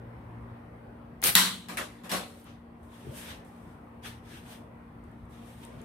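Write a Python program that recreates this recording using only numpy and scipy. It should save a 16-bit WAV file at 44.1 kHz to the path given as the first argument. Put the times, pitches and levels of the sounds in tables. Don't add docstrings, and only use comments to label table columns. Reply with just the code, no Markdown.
import sys
import numpy as np
from scipy import signal
from scipy.io import wavfile
from scipy.ndimage import uniform_filter1d

SR = 44100
rng = np.random.default_rng(int(sys.argv[2]) if len(sys.argv) > 2 else 0)


def digitize_waveform(pressure):
    field = np.atleast_2d(pressure).T
    bounded = np.clip(field, -1, 1)
    quanta = np.round(bounded * 32767).astype(np.int16)
    wavfile.write(sys.argv[1], SR, quanta)


def how_loud(loudness_db):
    steps = np.asarray(loudness_db, float) / 20
    return 10 ** steps


N = 257940


def evened(x):
    return x / np.sqrt(np.mean(x ** 2) + 1e-20)


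def read(points, hz):
    f, value = np.transpose(points)
    return np.interp(np.log(hz + 1), np.log(f + 1), value)


def add(mix, start_s, sound):
    part = mix[:, round(start_s * SR):][:, :sound.shape[1]]
    part += sound[:, :part.shape[1]]


# (frequency [Hz], left-right likeness [0-1])
AROUND_LIKENESS = [(60, .97), (200, .96), (310, .86), (450, .5), (650, .14), (1400, .02), (15000, .02)]


def diffuse(count, size, shape_db, patchy_db, likeness=AROUND_LIKENESS, ripple_db=0):
    frames, hz = 4 * count // size + 5, np.fft.rfftfreq(size, 1 / SR)[:, None]
    a, b, c, d, patches = rng.standard_normal((frames, len(hz), 5)).T
    ripple = patches[:, :1]
    patches = uniform_filter1d(patches, size=8, axis=0)
    patches = evened(uniform_filter1d(patches, size=8, axis=1))
    same = np.clip(read(likeness, hz), -1, 1)
    left = a + 1j * b
    right = same * left + np.sqrt(1 - same ** 2) * (c + 1j * d)
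    level_db = shape_db(hz, np.arange(frames) * size / 4 / SR) + patchy_db * patches + ripple_db * ripple
    cells = np.array([left, right]) * how_loud(level_db)
    return signal.istft(cells, nperseg=size, noverlap=3 * size // 4)[1][:, :count]


def humps(modes, hz):
    return 10 * np.log10(sum(how_loud(2 * db) / (1 + (2 * (hz - f) / width) ** 4) for f, width, db in modes))


def grainy(x, spread_db):
    slips = how_loud(spread_db * np.minimum(rng.exponential(1, x.shape[1]), 5))
    return evened(x * uniform_filter1d(slips, size=24))


def stroke(rise_s, hold_s, swell, fade_db_per_s):
    t = np.arange(0, rise_s + hold_s + 50 / fade_db_per_s, 1 / SR)
    return np.minimum(t / rise_s, 1) ** swell * how_loud(-fade_db_per_s * np.maximum(t - rise_s - hold_s, 0))


def echoes(x, t60_s, level_db):
    count = SR // 2
    taps = np.zeros((2, count))
    slots = np.arange(100, count - 20, 20)
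    at = slots + rng.integers(0, 20, (2, len(slots)))
    np.put_along_axis(taps, at, rng.choice([-1., 1.], at.shape), axis=1)
    taps *= how_loud(-60 * np.arange(count) / SR / t60_s)
    reflected = signal.oaconvolve(x, taps / np.linalg.norm(taps[0]), axes=1)[:, :N]
    return x + how_loud(level_db) * reflected


def snaps(rows, spread):
    out, t = np.zeros((2, N)), np.arange(200) / SR
    for start_s, peak_db, hz, pan_db in rows:
        band = signal.butter(2, [hz / spread, min(spread * hz, 20000)], "bandpass", fs=SR)
        snap = signal.lfilter(*band, rng.standard_normal((2, len(t))))
        snap *= np.exp(-t / (.0006 + 2 / hz))
        pan = how_loud([[pan_db / 2], [-pan_db / 2]])
        add(out, start_s, how_loud(peak_db) * pan * snap / abs(snap).max())
    return out


# (frequency [Hz], density [dB per Hz])
WHIP_COLOUR = [(59, -41), (100, -2.5), (676, -8.5), (768, -4.5), (950, -9.5), (1200, -4), (1800, -6),
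               (3940, -5), (7450, -18), (8280, -5), (13200, -4.5), (16000, -15)]
WHIP_START_S, WHIP_RISE_S, WHIP_HOLD_S, WHIP_DB = 1.2129, 0.0314, 0.0467, -22.5
WHIP_SWELL, WHIP_FADE_DB_PER_S = 2.7, 519.5
# (time [s], peak before pan [dB], centre [Hz], left-right [dB])
SLAPS = [(1.2177, -25.5, 13000, 0), (1.2266, -25, 1002, 3.5), (1.2394, -8, 5000, -2.5),
         (1.2445, -16, 12010, 0), (1.2665, -14, 11030, 0.5), (1.273, -10.5, 6000, -0.5),
         (1.291, -17.5, 8000, -3)]
# (time [s], peak before pan [dB], centre [Hz], left-right [dB])
TICKS = [(2.4, -48, 12000, 3), (2.443, -45, 11360, -3), (2.831, -59.5, 9000, 10), (2.853, -62, 11000, 5),
         (3.4498, -52, 8960, 7.0), (5.0394, -57.5, 8450, 5.5), (5.115, -62, 9500, 3), (5.255, -60, 8650, 4),
         (5.3083, -57, 8550, 3), (5.459, -53, 9300, 2.0), (5.6507, -36, 8700, 1), (5.816, -42, 8800, 1.5),
         (5.8414, -37, 10000, -1.5)]


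def slingshot():
    speed = stroke(WHIP_RISE_S, WHIP_HOLD_S, WHIP_SWELL, WHIP_FADE_DB_PER_S)
    rush = diffuse(len(speed), size=512, shape_db=lambda hz, t: read(WHIP_COLOUR, hz), patchy_db=0.5)
    out = snaps(SLAPS, spread=2.2) + snaps(TICKS, spread=1.2)
    add(out, WHIP_START_S, how_loud(WHIP_DB) * speed * grainy(rush, 6.5))
    return echoes(out, t60_s=0.4, level_db=-7.0)


# (frequency [Hz], density [dB per Hz])
HARD = [(70, -44), (120, -23), (185, -10.5), (320, -17), (700, -17.5), (1040, -4), (1300, -6), (1950, -3),
        (2600, -6), (3400, -3.5), (4100, -1.5), (4800, -8.5), (6400, -9.5), (9000, -8.5), (13000, -10.5),
        (16000, -18.5)]
# (frequency [Hz], density [dB per Hz])
SOFT = [(71, -36.5), (120, -15), (569, -6.5), (656, -10.5), (1010, -1), (1290, -7.5), (1620, 2.5),
        (7050, -12), (9990, -9.5), (14700, -16), (16000, -46)]
# (frequency [Hz], left-right likeness [0-1])
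YARD_LIKENESS = [(60, .95), (200, .95), (330, .85), (640, .45), (1400, .16), (3100, .08), (15000, .15)]
CRACK_OVER_DB, CRACK_DULLED_DB = 19.5, -15


def crack(wash_db, dull, colour):
    t = np.arange(300) / SR
    brighter = lambda hz, u: colour(hz) + 1.5 * np.log2(hz + 100)
    burst = diffuse(len(t), size=256, shape_db=brighter, patchy_db=2.0, likeness=YARD_LIKENESS)
    burst *= np.exp(-(t / .0027) ** 3)
    return how_loud(wash_db + CRACK_OVER_DB + CRACK_DULLED_DB * dull) * burst / abs(burst).max()


# (frequency [Hz], t60 [s])
YARD = [(150, 0.53), (400, .5), (1000, 0.4), (2000, 0.36), (2900, 0.41), (4000, 0.43), (5200, 0.35),
        (8500, 0.37), (14000, 0.28)]
# (frequency [Hz], width [Hz], level [dB])
WOOD = [(295.2, 210, -3.5), (570, 130, -1.5), (750, 52, 1), (1150, 300, -3)]
BUILD_MS, WOOD_BUILD_MS = 1.2, 13
LAZY_MS_PER_DB, FIRM_DB = 0.33, -32
DULL_SHORTER = 0.34
LINGER_DB, LINGER_DULL_DB, LINGER_LONGER = -31, 12, 2.6


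def yard_wash(t, wash_db, dull, wood_db, colour):
    near_db = lambda hz, u: -60 * (np.hypot(u, .04) - .04) / read(YARD, hz)

    def fall_db(hz, u):
        main_db = near_db(hz, u) / (1 - DULL_SHORTER * dull)
        tail_db = LINGER_DB + LINGER_DULL_DB * dull + near_db(hz, u) / LINGER_LONGER
        return 10 * np.log10(how_loud(2 * main_db) + how_loud(2 * tail_db))

    build_ms = BUILD_MS + LAZY_MS_PER_DB * max(FIRM_DB - wash_db, 0)
    wood = lambda hz: humps(WOOD, hz)
    wash = 0
    for level_db, tone, ms in ((wash_db, colour, build_ms), (wood_db, wood, WOOD_BUILD_MS)):
        dying = lambda hz, u: tone(hz) + fall_db(hz, u)
        part = diffuse(len(t), size=1024, shape_db=dying, patchy_db=1.8, likeness=YARD_LIKENESS, ripple_db=1.8)
        rise = 1 - np.exp(-1000 * t / ms)
        wash = wash + how_loud(level_db) * rise * part / np.std(part[:, :1500])
    single = grainy(np.ones((1, len(t))), 1.8)
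    return wash * (1 + (single - 1) * np.exp(-t / .06))


# (frequency [Hz], level [dB], t60 [s])
BIN = [(183.7, -1, 0.69), (199.7, -10, 0.91), (1034, -1.5, 0.31), (1120, -20, 0.71), (1290, -10, .3),
       (1561, -6.5, 0.083), (1950, -9.5, .23), (3400, -8, .35), (3690, -7.5, 0.49), (4100, -13, 0.33),
       (4320, -13, 0.3)]


def bin_ring(t, dull, ring_db):
    ring = 0
    for hz, db, t60_s in BIN:
        dulled_db = 2.6 * dull * np.log2(hz / BIN[0][0])
        fall_db = 60 * t / t60_s / (1 - .75 * dull)
        turns = hz * t + hz / 1000 * rng.random((2, 1))
        ring = ring + how_loud(db - dulled_db - fall_db) * np.sin(2 * np.pi * turns)
    return how_loud(ring_db) * ring * (1 - np.exp(-t / 0.0046))


# (time [s], wash [dB], dullness [0-1], wooden body [dB], bin ring [dB])
KNOCKS = [(1.3524, -17, 0.02, -43, -28), (1.6855, -40.5, 0.77, -43, -36.5), (1.771, -32, 1, -36.5, -51),
          (2.0359, -49, 0.99, -46.5, -36.5), (2.0939, -36.5, 1, -44, -57),
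          (2.1157, -31.5, 0.53, -31, -32.5), (2.452, -66, 0.55, -54, -58)]


def knocks():
    out, t = np.zeros((2, N)), np.arange(0, .75, 1 / SR)
    for start_s, wash_db, dull, wood_db, ring_db in KNOCKS:
        colour = lambda hz: (1 - dull) * read(HARD, hz) + dull * read(SOFT, hz)
        knock = yard_wash(t, wash_db, dull, wood_db, colour) + bin_ring(t, dull, ring_db)
        add(knock, 0, crack(wash_db, dull, colour))
        add(out, start_s, knock)
    return out


# (frequency [Hz], density [dB per Hz])
RUB = [(3820, -15), (6500, -10), (7610, -8.5), (8430, -1.5), (9690, -5.5), (11400, -5.5), (15000, -12.5),
       (15600, -19), (16000, -53)]
# (frequency [Hz], width [Hz], level [dB])
RUB_BODY = [(880, 1800, 4), (1700, 370, 6), (2880, 1840, 6), (5440, 2100, -3.5)]
# (start [s], rise [s], hold [s], treble [dB], middle against treble [dB])
RUBS = [(2.201, 0.056, 0.16, -64.5, -2), (2.438, 0.028, 0.041, -72, 14), (2.729, .08, .02, -81, 2),
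        (2.822, .012, .04, -72.5, -4), (2.859, 0.079, 0.18, -64.5, 4.5), (3.091, .088, 0.017, -47.5, -1.5),
        (3.181, 0.036, 0.062, -53, 3.5), (3.228, 0.076, 0.014, -56, 11), (3.4, .08, .25, -72, 1.5),
        (3.439, 0.011, 0.029, -69.5, -1.5), (3.7, 0.082, 0.24, -83, -2), (4.016, .045, .01, -50, 7.5),
        (4.199, 0.12, .06, -59.5, 7), (4.391, .135, 0.0047, -55, 4.5), (4.6, .08, 0.39, -85, 0),
        (5.03, .012, .2, -82, 5), (5.269, 0.042, .02, -70, 2), (5.303, 0.032, 0.1, -69, 7),
        (5.4, 0.075, 0.062, -63.5, 2.5), (5.529, 0.053, .03, -65, 1), (5.599, 0.033, .01, -61, 5.5),
        (5.66, .02, .18, -71, 7)]
RUB_SWELL, RUB_FADE_DB_PER_S = 1.55, 195


def rubs():
    out = np.zeros((2, N))
    for start_s, rise_s, hold_s, treble_db, middle_db in RUBS:
        force = stroke(rise_s, hold_s, RUB_SWELL, RUB_FADE_DB_PER_S)
        hiss = diffuse(len(force), size=512, shape_db=lambda hz, t: read(RUB, hz), patchy_db=1.0)
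        scrape = diffuse(len(force), size=512, shape_db=lambda hz, t: humps(RUB_BODY, hz), patchy_db=1.5)
        rub = grainy(evened(hiss) + how_loud(middle_db) * evened(scrape), 1.7)
        rub *= np.sqrt(1 + how_loud(2 * middle_db))
        add(out, start_s, how_loud(treble_db) * force * rub)
    return out


# (frequency [Hz], width [Hz], level [dB])
GROUND = [(80.5, 15, -4.5), (131, 8.9, 0.5), (300.5, 190, -9), (607, 150, -18)]
# (start [s], rise [s], hold [s], level [dB])
THUDS = [(2.99, 0.083, 0.05, -41), (5.661, 0.09, .01, -46)]
THUD_SWELL, THUD_FADE_DB_PER_S = 3, 171


def thuds():
    out = np.zeros((2, N))
    for start_s, rise_s, hold_s, db in THUDS:
        force = stroke(rise_s, hold_s, THUD_SWELL, THUD_FADE_DB_PER_S)
        thud = diffuse(len(force), size=2048, shape_db=lambda hz, t: humps(GROUND, hz), patchy_db=5.5)
        add(out, start_s, how_loud(db) * force * evened(thud))
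    return out


# (start [s], length [s], mean pitch [Hz], levels of two partials before fades [dB rms])
SQUEAK = (4.03, 0.068, 1700, [-58, -57])


def squeak():
    start_s, length_s, hz, levels_db = SQUEAK
    count = round(length_s * SR)
    blur = evened(uniform_filter1d(rng.standard_normal(count), size=200))
    turns = np.cumsum(hz * (1 + 0.0263 * blur)) / SR
    tone = sum(np.sqrt(2) * how_loud(db) * np.sin(2 * np.pi * k * turns) for k, db in enumerate(levels_db, 1))
    out = np.zeros((2, N))
    add(out, start_s, np.array([tone, tone]) * signal.windows.tukey(count, .5))
    return out


HUM_HZ = 58.4
# (multiple of HUM_HZ, level [dB rms])
HUM = [(3, -63.5), (4, -54), (5, -64.5), (6, -71.5), (8, -69)]
# (time [s], level [dB rms])
HUM_SECOND = [(0.0, -50), (0.37, -47), (1.05, -58.5), (1.3, -53), (1.8, -62), (2.7, -84), (3.8, -62),
              (4.1, -52.5), (4.35, -55), (4.6, -68), (5.3, -55.5), (5.85, -60)]


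def hum():
    t = np.arange(N) / SR

    def waver():
        smooth = uniform_filter1d(rng.standard_normal(N), size=4000)
        return evened(uniform_filter1d(smooth, size=4000))

    turns = np.cumsum(HUM_HZ + .15 * waver()) / SR
    out = np.zeros(N)
    for k, db in HUM + [(2, np.interp(t, *np.transpose(HUM_SECOND)))]:
        out += np.sqrt(2) * how_loud(db + .9 * waver()) * np.sin(2 * np.pi * (k * turns + rng.random()))
    return out


# (frequency [Hz], density [dB per Hz])
TOWN = [(15, -45), (25, -34), (64, 2.5), (185, -6), (236, -5), (373, -10), (988, -12.5), (1740, -22.5),
        (1890, -20.5), (2050, -24), (4250, -42.5), (7110, -52.5), (8360, -46), (14400, -48.5), (15600, -52),
        (16000, -63.5)]
# (time [s], level [dB rms])
TOWN_LEVEL = [(0.0, -48.5), (0.25, -47), (1.1, -49.5), (1.55, -52), (2.6, -52.5), (3.2, -48.5),
              (4.3, -50.5), (5.5, -50.5), (5.85, -46.5)]


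def town():
    noise = evened(diffuse(N, size=2048, shape_db=lambda hz, t: read(TOWN, hz), patchy_db=2.0))
    return noise * how_loud(np.interp(np.arange(N) / SR, *np.transpose(TOWN_LEVEL)))


def scene():
    return slingshot() + knocks() + rubs() + thuds() + squeak() + hum() + town()


def low_pass(x):
    return signal.sosfilt(signal.butter(12, 16640, fs=SR, output="sos"), x)


LEFT_DB = 1.5
LOW_HZ, HIGH_HZ = 45.1, 16000
CEILING = .8


def record(dry):
    ports = dry * how_loud([[LEFT_DB / 2], [-LEFT_DB / 2]])
    ports = signal.sosfilt(signal.butter(4, LOW_HZ, "highpass", fs=SR, output="sos"), ports)
    ports = signal.oaconvolve(ports, signal.firwin(255, HIGH_HZ, fs=SR)[None], "same")
    squeezed = ports / (1 + (ports / CEILING) ** 4) ** (1 / 4)
    return low_pass(squeezed)


dry = scene()
out = record(dry)
digitize_waveform(out)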